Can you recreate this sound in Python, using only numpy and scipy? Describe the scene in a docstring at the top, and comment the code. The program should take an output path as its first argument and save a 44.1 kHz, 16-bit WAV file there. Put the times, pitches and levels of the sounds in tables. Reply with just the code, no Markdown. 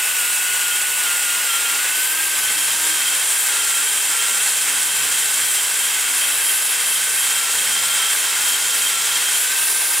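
"""A die grinder with a long bit works inside a port (a passage) of a cast-iron engine part, close by.
Its motor whines and hums while cooling air blows. Countless grit impacts, bunched once a turn, ring the
iron and the bit's shank. The hand rocks the bit about three times a second: each press drags the whine
down and makes the shank ring louder, and each light skim along the wall hisses. Now and then the bit's
edge squeals, and the heavy casting rumbles faintly on its bench."""
import sys
import numpy as np
from scipy.fft import rfft, irfft
from scipy.io import wavfile

SR = 44100
rng = np.random.default_rng(int(sys.argv[2]) if len(sys.argv) > 2 else 0)


def int16_out(signal):
    """Quantize to a 16-bit WAV file."""
    q = np.round(np.clip(np.atleast_2d(signal).T, -1, 1) * 32767)
    wavfile.write(sys.argv[1], SR, q.astype(np.int16))


N = 441000
TIME = np.arange(N) / SR
BIN_HZ = np.maximum(np.arange(N // 2 + 1) * SR / N, 1)   # the frequencies of a spectrum


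def from_db(db):
    """Turn decibels into a number to multiply a sound by."""
    return 10 ** (np.asarray(db) / 20)


def unit_level(x):
    """Scale a signal so that its average size (rms) is 1."""
    return x / np.sqrt(np.mean(x ** 2) + 1e-20)


def over_time(rows):
    """Join a table's points in time with straight lines, one curve for each column of values."""
    times, *columns = np.transpose(rows)
    return [np.interp(TIME, times, column) for column in columns]


def over_hz(points):
    """Join a table's points across frequency, giving each octave the same room."""
    hz, value = np.transpose(points)
    return np.interp(np.log(BIN_HZ), np.log(hz), value)


def drift(rate_hz):
    """A random wobble of size 1, mostly slower than the given rate."""
    return unit_level(irfft(rfft(rng.standard_normal(N)) / (1 + (BIN_HZ / rate_hz) ** 2), N))


def swell(start, length, attack, release):
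    """Rise from 0 towards 1, hold, and fall back; all times are in seconds."""
    return np.clip(np.minimum((TIME - start) / attack, (start + length - TIME) / release), 0, 1)


def bumps(events, length_s):
    """A rounded bump centred on each event's time, one curve for each column of strengths."""
    events, half = np.array(events), length_s / 2
    shapes = [np.sin(np.pi / 2 * swell(s - half, length_s, half, half)) ** 2 for s in events[:, 0]]
    return events[:, 1:].T @ np.array(shapes)


def band(low_hz, high_hz, order):
    """A filter that keeps what lies between two frequencies; a higher order gives sharper edges."""
    return 1 / ((1 + (low_hz / BIN_HZ) ** order) * (1 + (BIN_HZ / high_hz) ** order))


def mode_power(modes):
    """How strongly an object answers each frequency, given its modes (the pitches it rings at)."""
    return sum(from_db(db) ** 2 / (1 + ((BIN_HZ - hz) / (width / 2)) ** 2) for hz, width, db in modes)


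def play(spectrum, level_db):
    """Turn a spectrum into sound that follows a level curve."""
    return from_db(level_db) * unit_level(irfft(spectrum, N))


def tones(turns, multiples, level_db, flutter_db):
    """Tones at whole multiples of the shaft's speed, each fluttering a little in level."""
    out = 0
    for multiple, db in multiples:
        tone = np.sqrt(2) * np.sin(2 * np.pi * (round(multiple) * turns + rng.random()))
        out = out + tone * from_db(level_db + db + flutter_db * drift(9.8))
    return out


# the motor under the hand's steady lean (time [s], whine pitch [Hz], whine level [dB], hum level [dB])
STEADY_MOTOR = [(0, 1462, -35, -71), (.15, 1474, -34.5, -70), (.49, 1456, -32.5, -64),
                (1.03, 1475, -34.5, -63), (1.44, 1455, -34, -60.5), (1.93, 1484, -34, -60),
                (2.21, 1606, -34.5, -55.5), (2.45, 1510, -37.5, -57), (2.87, 1588, -39.5, -53),
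                (3.38, 1594, -44, -61.5), (3.94, 1536, -40.5, -58), (5.97, 1519, -44.5, -62),
                (6.42, 1596, -41, -60), (6.75, 1469, -45, -61), (7.14, 1526, -44, -63),
                (7.62, 1480, -41.5, -59), (9.43, 1439, -38.5, -63.5), (9.53, 1565, -38, -59.5)]
# the fan's whine (multiple of shaft speed [x], level against the whine [dB])
FAN_TONES = [(5, 0), (6, -36), (7, -9), (9, -12.5), (10, -5.5), (15, -12)]
# the unbalanced shaft's hum (multiple of shaft speed [x], level against the hum [dB])
SHAFT_TONES = [(1, -3), (2, -4), (3, -2), (4, 4.5)]
# workshop resonances that lift tones sliding through them (pitch [Hz], width [Hz], strength [dB])
WORKSHOP_MODES = [(285.4, 7.5, 10), (320.5, 7.9, 9), (945, 16.6, 13), (1263, 13.1, 5.5), (1340, 17, -4),
                  (1514, 14.9, 4.5), (1594, 24, 2.5)]
FAN_BLADES, FREE_WHINE_HZ = 5, 1637   # blade count; the whine's pitch with no load on the bit
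def motor(sag_hz):
    """Fan and shaft slow under load. Returns their sound, the turns made so far and the pitch lost."""
    steady_hz, whine_db, hum_db = over_time(STEADY_MOTOR)
    whine_hz = steady_hz - sag_hz
    shaft_hz = whine_hz / FAN_BLADES * (1 + 0.0021 * drift(22.5))
    turns = np.cumsum(shaft_hz) / SR
    whine = tones(turns, FAN_TONES, whine_db + 0.0383 * sag_hz, flutter_db=1.0)   # louder when pressed
    hum = tones(turns, SHAFT_TONES, hum_db, flutter_db=3.0)
    sound = irfft(rfft(whine + hum) * np.sqrt(1 + mode_power(WORKSHOP_MODES)), N)
    return sound, turns, FREE_WHINE_HZ - whine_hz


# the airy rush near 2.6-2.9 kHz: loud at the start, a ringing flare near 6.3 s, a swell near the end
# (time [s], level [dB])
RUSH_LEVELS = [(0, -28.5), (1, -29.5), (2.1, -31), (2.5, -35.5), (5.6, -36), (6.3, -32.5), (6.9, -37),
               (9.3, -38), (9.6, -30.5), (10, -39)]
# resonances that colour the rush (pitch [Hz], width [Hz], strength [dB])
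RUSH_MODES = [(2637, 93, 4.5), (2830, 60, -14), (2910, 90, 9.5)]
def airy_rush():
    """Noise through a few narrow resonances makes an airy rush with a ring to it."""
    (level_db,) = over_time(RUSH_LEVELS)
    rush = rfft(rng.standard_normal(N)) * np.sqrt(mode_power(RUSH_MODES))
    return play(rush * band(1100, 2820, order=24), level_db - 1.5)


def grit(turns, bite, per_s, size_db, bunching):
    """Spectrum of many tiny impacts; the bit spins off-centre, so it bites harder once a turn."""
    sizes = from_db(size_db * np.minimum(rng.exponential(1, N), 4)) * rng.standard_normal(N)
    hits = rng.random(N) < per_s / SR
    return rfft(sizes * hits * bite * (1 + bunching * np.cos(2 * np.pi * turns)))


def wall_echoes(decay_s):
    """Spectrum of dense echoes between the port's walls, fading by 60 dB in decay_s."""
    tail = rng.standard_normal(N) * from_db(-60 * TIME / decay_s)
    return rfft(tail / np.linalg.norm(tail))


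# slow changes as the bit moves about the port (time [s], scrape level [dB], hiss level [dB])
GRINDING_LEVELS = [(0, -30, -25.3), (.9, -30.5, -24.5), (1.6, -29, -24.7), (2.2, -30, -26),
                   (2.7, -27.5, -24.5), (3.4, -28.5, -23), (5.3, -28, -23.5), (6.1, -28.8, -24.5),
                   (6.85, -28.5, -25), (7.7, -27, -24), (9.35, -27, -25), (9.8, -27.5, -28), (10, -26, -24)]
# the tone colour of the scrape (frequency [Hz], relative level [dB])
SCRAPE_COLOUR = [(330, -19), (600, -17), (900, -13.5), (1300, -8.5), (1900, -1), (3300, -7), (5400, -8),
                 (6500, -3), (7600, 3.5), (9600, 2.5), (12200, -3), (14000, -10), (15600, -15)]
# resonances of port and casting (pitch [Hz], width [Hz], strength against the plain scrape [dB])
IRON_MODES = [(432, 49, 2.7), (500, 45, -1.1), (834, 49, 3.1), (976, 49, 1.1), (1547, 77, 6.2),
              (1631, 35, 1.8), (2133, 35, 3.1), (2271, 35, -2.7), (2652, 95, 4.9), (3365, 67, 2.7),
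              (3470, 76, 1.8), (3794, 152, 0.3), (3930, 39, 1.2), (4304, 69, -1.7), (4846, 36, 0.3),
              (5076, 38, 2.9), (6321, 76, -1.7), (6718, 50, 1.3), (7307, 78, 0.1), (7590, 215, -0.5),
              (8222, 54, -0.7), (8568, 126, -2.1), (9258, 54, -1.0), (9846, 173, -2.8), (10666, 54, 0.6),
              (11193, 359, 0.5)]
def grinding(turns, load_hz, swing_db, rush_db):
    """Grit impacts ring the iron in six bands: digs lift the low ones, skims the high ones."""
    scrape_db, hiss_db = over_time(GRINDING_LEVELS)
    dig_db = digs()
    skim_db, skim_spray_db = skims()
    bite = from_db(0.62 * drift(28))   # the bit skips in the hand
    impacts = grit(turns, bite, per_s=36000, size_db=0.87, bunching=0.07)
    # short waves bounce between the iron walls, which puts fine ripples in the treble
    ripples = 1 + .35 * wall_echoes(decay_s=.09) * band(3600, SR, order=12)
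    iron = impacts * ripples * from_db(over_hz(SCRAPE_COLOUR)) * np.sqrt(1 + mode_power(IRON_MODES))
    growl = play(iron * band(308, 1272, order=12), -39 + 0.0014 * load_hz + 0.4 * swing_db + dig_db)
    port_db = -29.35 - 0.001 * load_hz + 0.57 * swing_db + dig_db - 2 * drawn_out()
    port = play(iron * band(1170, 3350, order=12), port_db + 0.57 * drift(25))
    scrape = play(iron * band(3160, 6530, order=16), scrape_db + 0.48 * skim_db + 0.56 * dig_db)
    hiss = play(iron * band(6820, 9910, order=30), hiss_db + skim_db)
    sizzle_db = -28 - 0.015 * load_hz + 1.6 * skim_db - 0.17 * rush_db
    sizzle = play(iron * band(9650, 12260, order=30), sizzle_db)
    spray = play(iron * band(12670, 16300, order=30), -33 + .35 * rush_db + skim_spray_db)
    return growl + port + scrape + hiss + sizzle + spray


# two close pitches at which the long shank bends (pitch [Hz], width [Hz], strength [dB])
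SHANK_MODES = [(3174, 24.4, 1), (3176, 57, -4.5)]
def shank_ring(turns, load_hz, swing_db, rush_db):
    """Kicked unevenly by the grit, the bit's long shank bends and sings, louder under load."""
    kicks = grit(turns, 1, per_s=6000, size_db=3.5, bunching=0.23)
    shank = 0
    for k, (hz, width, db) in enumerate(SHANK_MODES):
        resonance = 1 / (1 + 1j * (BIN_HZ ** 2 - hz ** 2) / (BIN_HZ * width))
        shank = shank + from_db(db) * resonance * 1j ** k   # the two are a quarter cycle apart
    ring_db = -34.5 + 0.0069 * load_hz + .7 * swing_db - 0.33 * rush_db - 11 * drawn_out()
    return play(kicks * shank * band(2970, 3700, order=50), ring_db + chatter())


# the bit's edge catches (start [s], length [s], pitch [Hz], level [dB])
EDGE_SQUEALS = [(0, .3, 13500, -36), (1.93, .38, 12900, -33), (2.35, .18, 12100, -32),
                (2.538, .2, 10300, -28), (5.721, 0.21, 10930, -30), (6.12, .36, 10920, -30),
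                (6.388, 0.25, 10820, -24), (6.579, 0.2, 10570, -25.5), (6.824, 0.19, 10500, -24.5),
                (7.082, 0.22, 10680, -26), (8.041, .2, 11200, -31), (8.396, .18, 10960, -27),
                (8.7, .18, 11000, -31), (9.31, 0.19, 10600, -26), (9.52, .55, 9730, -24)]
def squeals(width_hz):
    """The bit's edge sticks and slips: each squeal is a narrow hiss around its own pitch."""
    rasp = drift(width_hz) + 1j * drift(width_hz)
    out = np.zeros(N)
    for start, length, hz, db in EDGE_SQUEALS:
        gain = from_db(db) * swell(start, length, attack=.07, release=.07)
        out += gain * np.real(rasp * np.exp(2j * np.pi * hz * TIME))   # moves the rasp up to the pitch
    return out


# the casting shudders (start [s], length [s], boost to the rumble [dB])
BENCH_SHUDDERS = [(2.2, .9, 5.5), (4.148, 1.4, 3.5), (4.82, 0.37, 4), (6.7, 0.73, 3), (7.449, 0.62, 6.5),
                  (8.25, 1.04, 3)]
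# the tone colour of the rumble (frequency [Hz], relative level [dB])
RUMBLE_COLOUR = [(20, -30), (55, -25), (75, -11.5), (97, 1), (110, -5), (130, 1.5), (152, -7), (190, -2),
                 (228, 1), (260, -5), (400, -43)]
def bench_rumble():
    """The heavy casting and its bench rumble faintly, swelling with each shudder."""
    shudder_db = sum(db * swell(start, length, .15, .15) for start, length, db in BENCH_SHUDDERS)
    return play(rfft(rng.standard_normal(N)) * from_db(over_hz(RUMBLE_COLOUR)), -58.5 + shudder_db)


# the hand presses the bit into the iron (start [s], length [s], drop in the whine's pitch [Hz])
HAND_PRESSES = [(0.167, 0.18, 46.0), (0.588, 0.22, 28.6), (1.01, 0.21, 64.2), (1.208, 0.21, 44.7),
                (1.44, 0.2, 89.3), (1.603, 0.22, 78.8), (2.951, 0.33, 147.3), (3.46, 0.42, 180.0),
                (4.058, 0.39, 157.7), (4.631, 0.2, 118.5), (5.008, 0.2, 112.0), (5.316, 0.21, 85.0),
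                (5.524, 0.23, 63.7), (5.743, 0.21, 97.7), (6.012, 0.21, 121.0), (6.18, 0.2, 142.0),
                (7.171, 0.43, 134.7), (7.7, 0.29, 100.3), (7.937, 0.22, 141.6), (8.22, 0.2, 109.8),
                (8.437, 0.2, 69.7), (8.669, 0.2, 77.0), (8.866, 0.23, 97.0), (9.08, 0.16, 87.7)]
def presses():
    """Each press slows the motor; gives how far the whine sags, in Hz."""
    return sum(hz * swell(start, length, attack=.06, release=.09) for start, length, hz in HAND_PRESSES)


# the bit digs in (time [s], level change [dB])
BIT_DIGS = [(.3, -0.5), (1.06, 1.5), (1.45, 0), (1.82, 1.5), (2.68, 0), (3.05, 0.1), (3.53, 1.5),
            (4.14, 1.5), (4.73, 1), (5.98, 1), (6.24, 0.5), (7.27, 0), (7.68, 0.7), (9.12, 0.7)]
def digs():
    """Digging in makes a hollow rasp; gives the change in the low grinding bands, in dB."""
    return bumps(BIT_DIGS, length_s=0.27)[0]


# the bit skims the wall (time [s], change in the hiss [dB], change in the finest spray [dB])
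WALL_SKIMS = [(.37, 0.7, .5), (2.05, .6, 1), (2.88, 0.5, 1), (3.41, 0, 3), (3.75, 1.2, 1), (4.05, 0, 0),
              (4.46, 0.7, 0), (4.82, 0.5, 0), (5.15, 0.5, 1), (5.35, 0.8, 1), (5.52, 0.8, 1.8),
              (6.16, 1.5, -1), (7.02, 0, 0), (7.3, .6, 1.5), (7.62, 0.5, 1.3), (7.88, 0.3, 2),
              (8.13, 0.3, 1), (8.48, 0, 1.8), (8.8, 1, 2), (9.18, 0.5, 1), (9.38, 1.5, 1), (9.66, 0.5, 2),
              (9.92, -1.5, 4)]
def skims():
    """A light touch along the wall hisses; gives the changes in hiss and spray, in dB."""
    return bumps(WALL_SKIMS, length_s=0.31)


# the shank chatters (time [s], boost to its ring [dB])
SHANK_CHATTERS = [(.73, 4), (1.05, 4), (1.53, 6), (1.68, 3), (2.03, 2.5), (2.47, 3), (2.6, 5), (3.06, 3.5),
                  (3.38, 1), (3.92, 4), (4.23, 3), (5.12, 0), (5.42, 3), (5.85, 2.2), (6.08, 2), (6.27, 5),
                  (6.46, 4), (6.73, 1.5), (6.95, 3), (7.75, 3), (8.03, 3.5), (8.6, 0), (8.91, 3.5),
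                  (9.15, 0.5)]
def chatter():
    """Chattering makes the shank's ring flare briefly; gives the boost in dB."""
    return bumps(SHANK_CHATTERS, length_s=0.16)[0]


def drawn_out(start_s=9.38, takes_s=.3):
    """The bit is drawn out: 0 while it is inside the port, 1 at the mouth."""
    return np.clip((TIME - start_s) / takes_s, 0, 1)


# the microphone's two sides differ in treble level (frequency [Hz], left minus right [dB])
SIDE_BALANCE = [(5400, 0), (6000, -1.1), (9000, -.9), (10400, -2), (11400, 2), (12700, 4.3), (13450, 7.3),
                (14400, 3.8), (16000, 2.3)]
# they also differ in timing (frequency [Hz], left's lead over right [radians])
SIDE_PHASE = [(6000, 0), (9800, -.55), (12500, -1.6), (14200, -1.05), (15500, -1.1)]
# scattered sound, which reaches the two sides differently (frequency [Hz], share [dB])
SCATTER_SHARE = [(25, -10), (70, -25), (200, -27), (450, -33), (950, -38), (1400, -55), (2300, -52),
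                 (3100, -40), (5200, -34), (6000, -10), (7300, -12), (9600, -9.5), (10900, -5.5),
                 (16000, -4.5)]
def microphone(direct, scattered):
    """Two close openings hear the bass alike, the treble with different level, delay and scatter."""
    side = np.array([[1], [-1]])   # left, right
    direct_gain = from_db(side * over_hz(SIDE_BALANCE) / 2) * np.exp(.5j * side * over_hz(SIDE_PHASE))
    scatter_gain = direct_gain * side * from_db(over_hz(SCATTER_SHARE))
    both = direct_gain * rfft(direct) + scatter_gain * rfft(scattered)
    joint_gain = np.hypot(abs(direct_gain.mean(axis=0)), abs(scatter_gain.mean(axis=0)))
    return irfft(both / joint_gain, N)   # keeps the level of the two sides together


def scene():
    """One turning shaft, slowed by the load on the bit, drives whine, hum, grit and ring."""
    motor_sound, turns, load_hz = motor(presses())
    swing_db = over_time(GRINDING_LEVELS)[0] + 29.5   # how far the scrape is above its usual level
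    rush_db = over_time(RUSH_LEVELS)[0] + 35.5   # how far the airy rush is above its usual level
    # the cutting is made twice with fresh noise: once arriving straight, once scattered
    straight, scattered = [
        grinding(turns, load_hz, swing_db, rush_db) + shank_ring(turns, load_hz, swing_db, rush_db)
        + squeals(width_hz=1150) + bench_rumble() for _ in range(2)]
    return microphone(motor_sound + airy_rush() + straight, scattered)


def record(dry):
    """The very highest treble is cut off steeply."""
    cutoff_hz = 15850
    return irfft(rfft(dry) / (1 + (BIN_HZ / cutoff_hz) ** 250), N)


dry = scene()
out = record(dry)
int16_out(out)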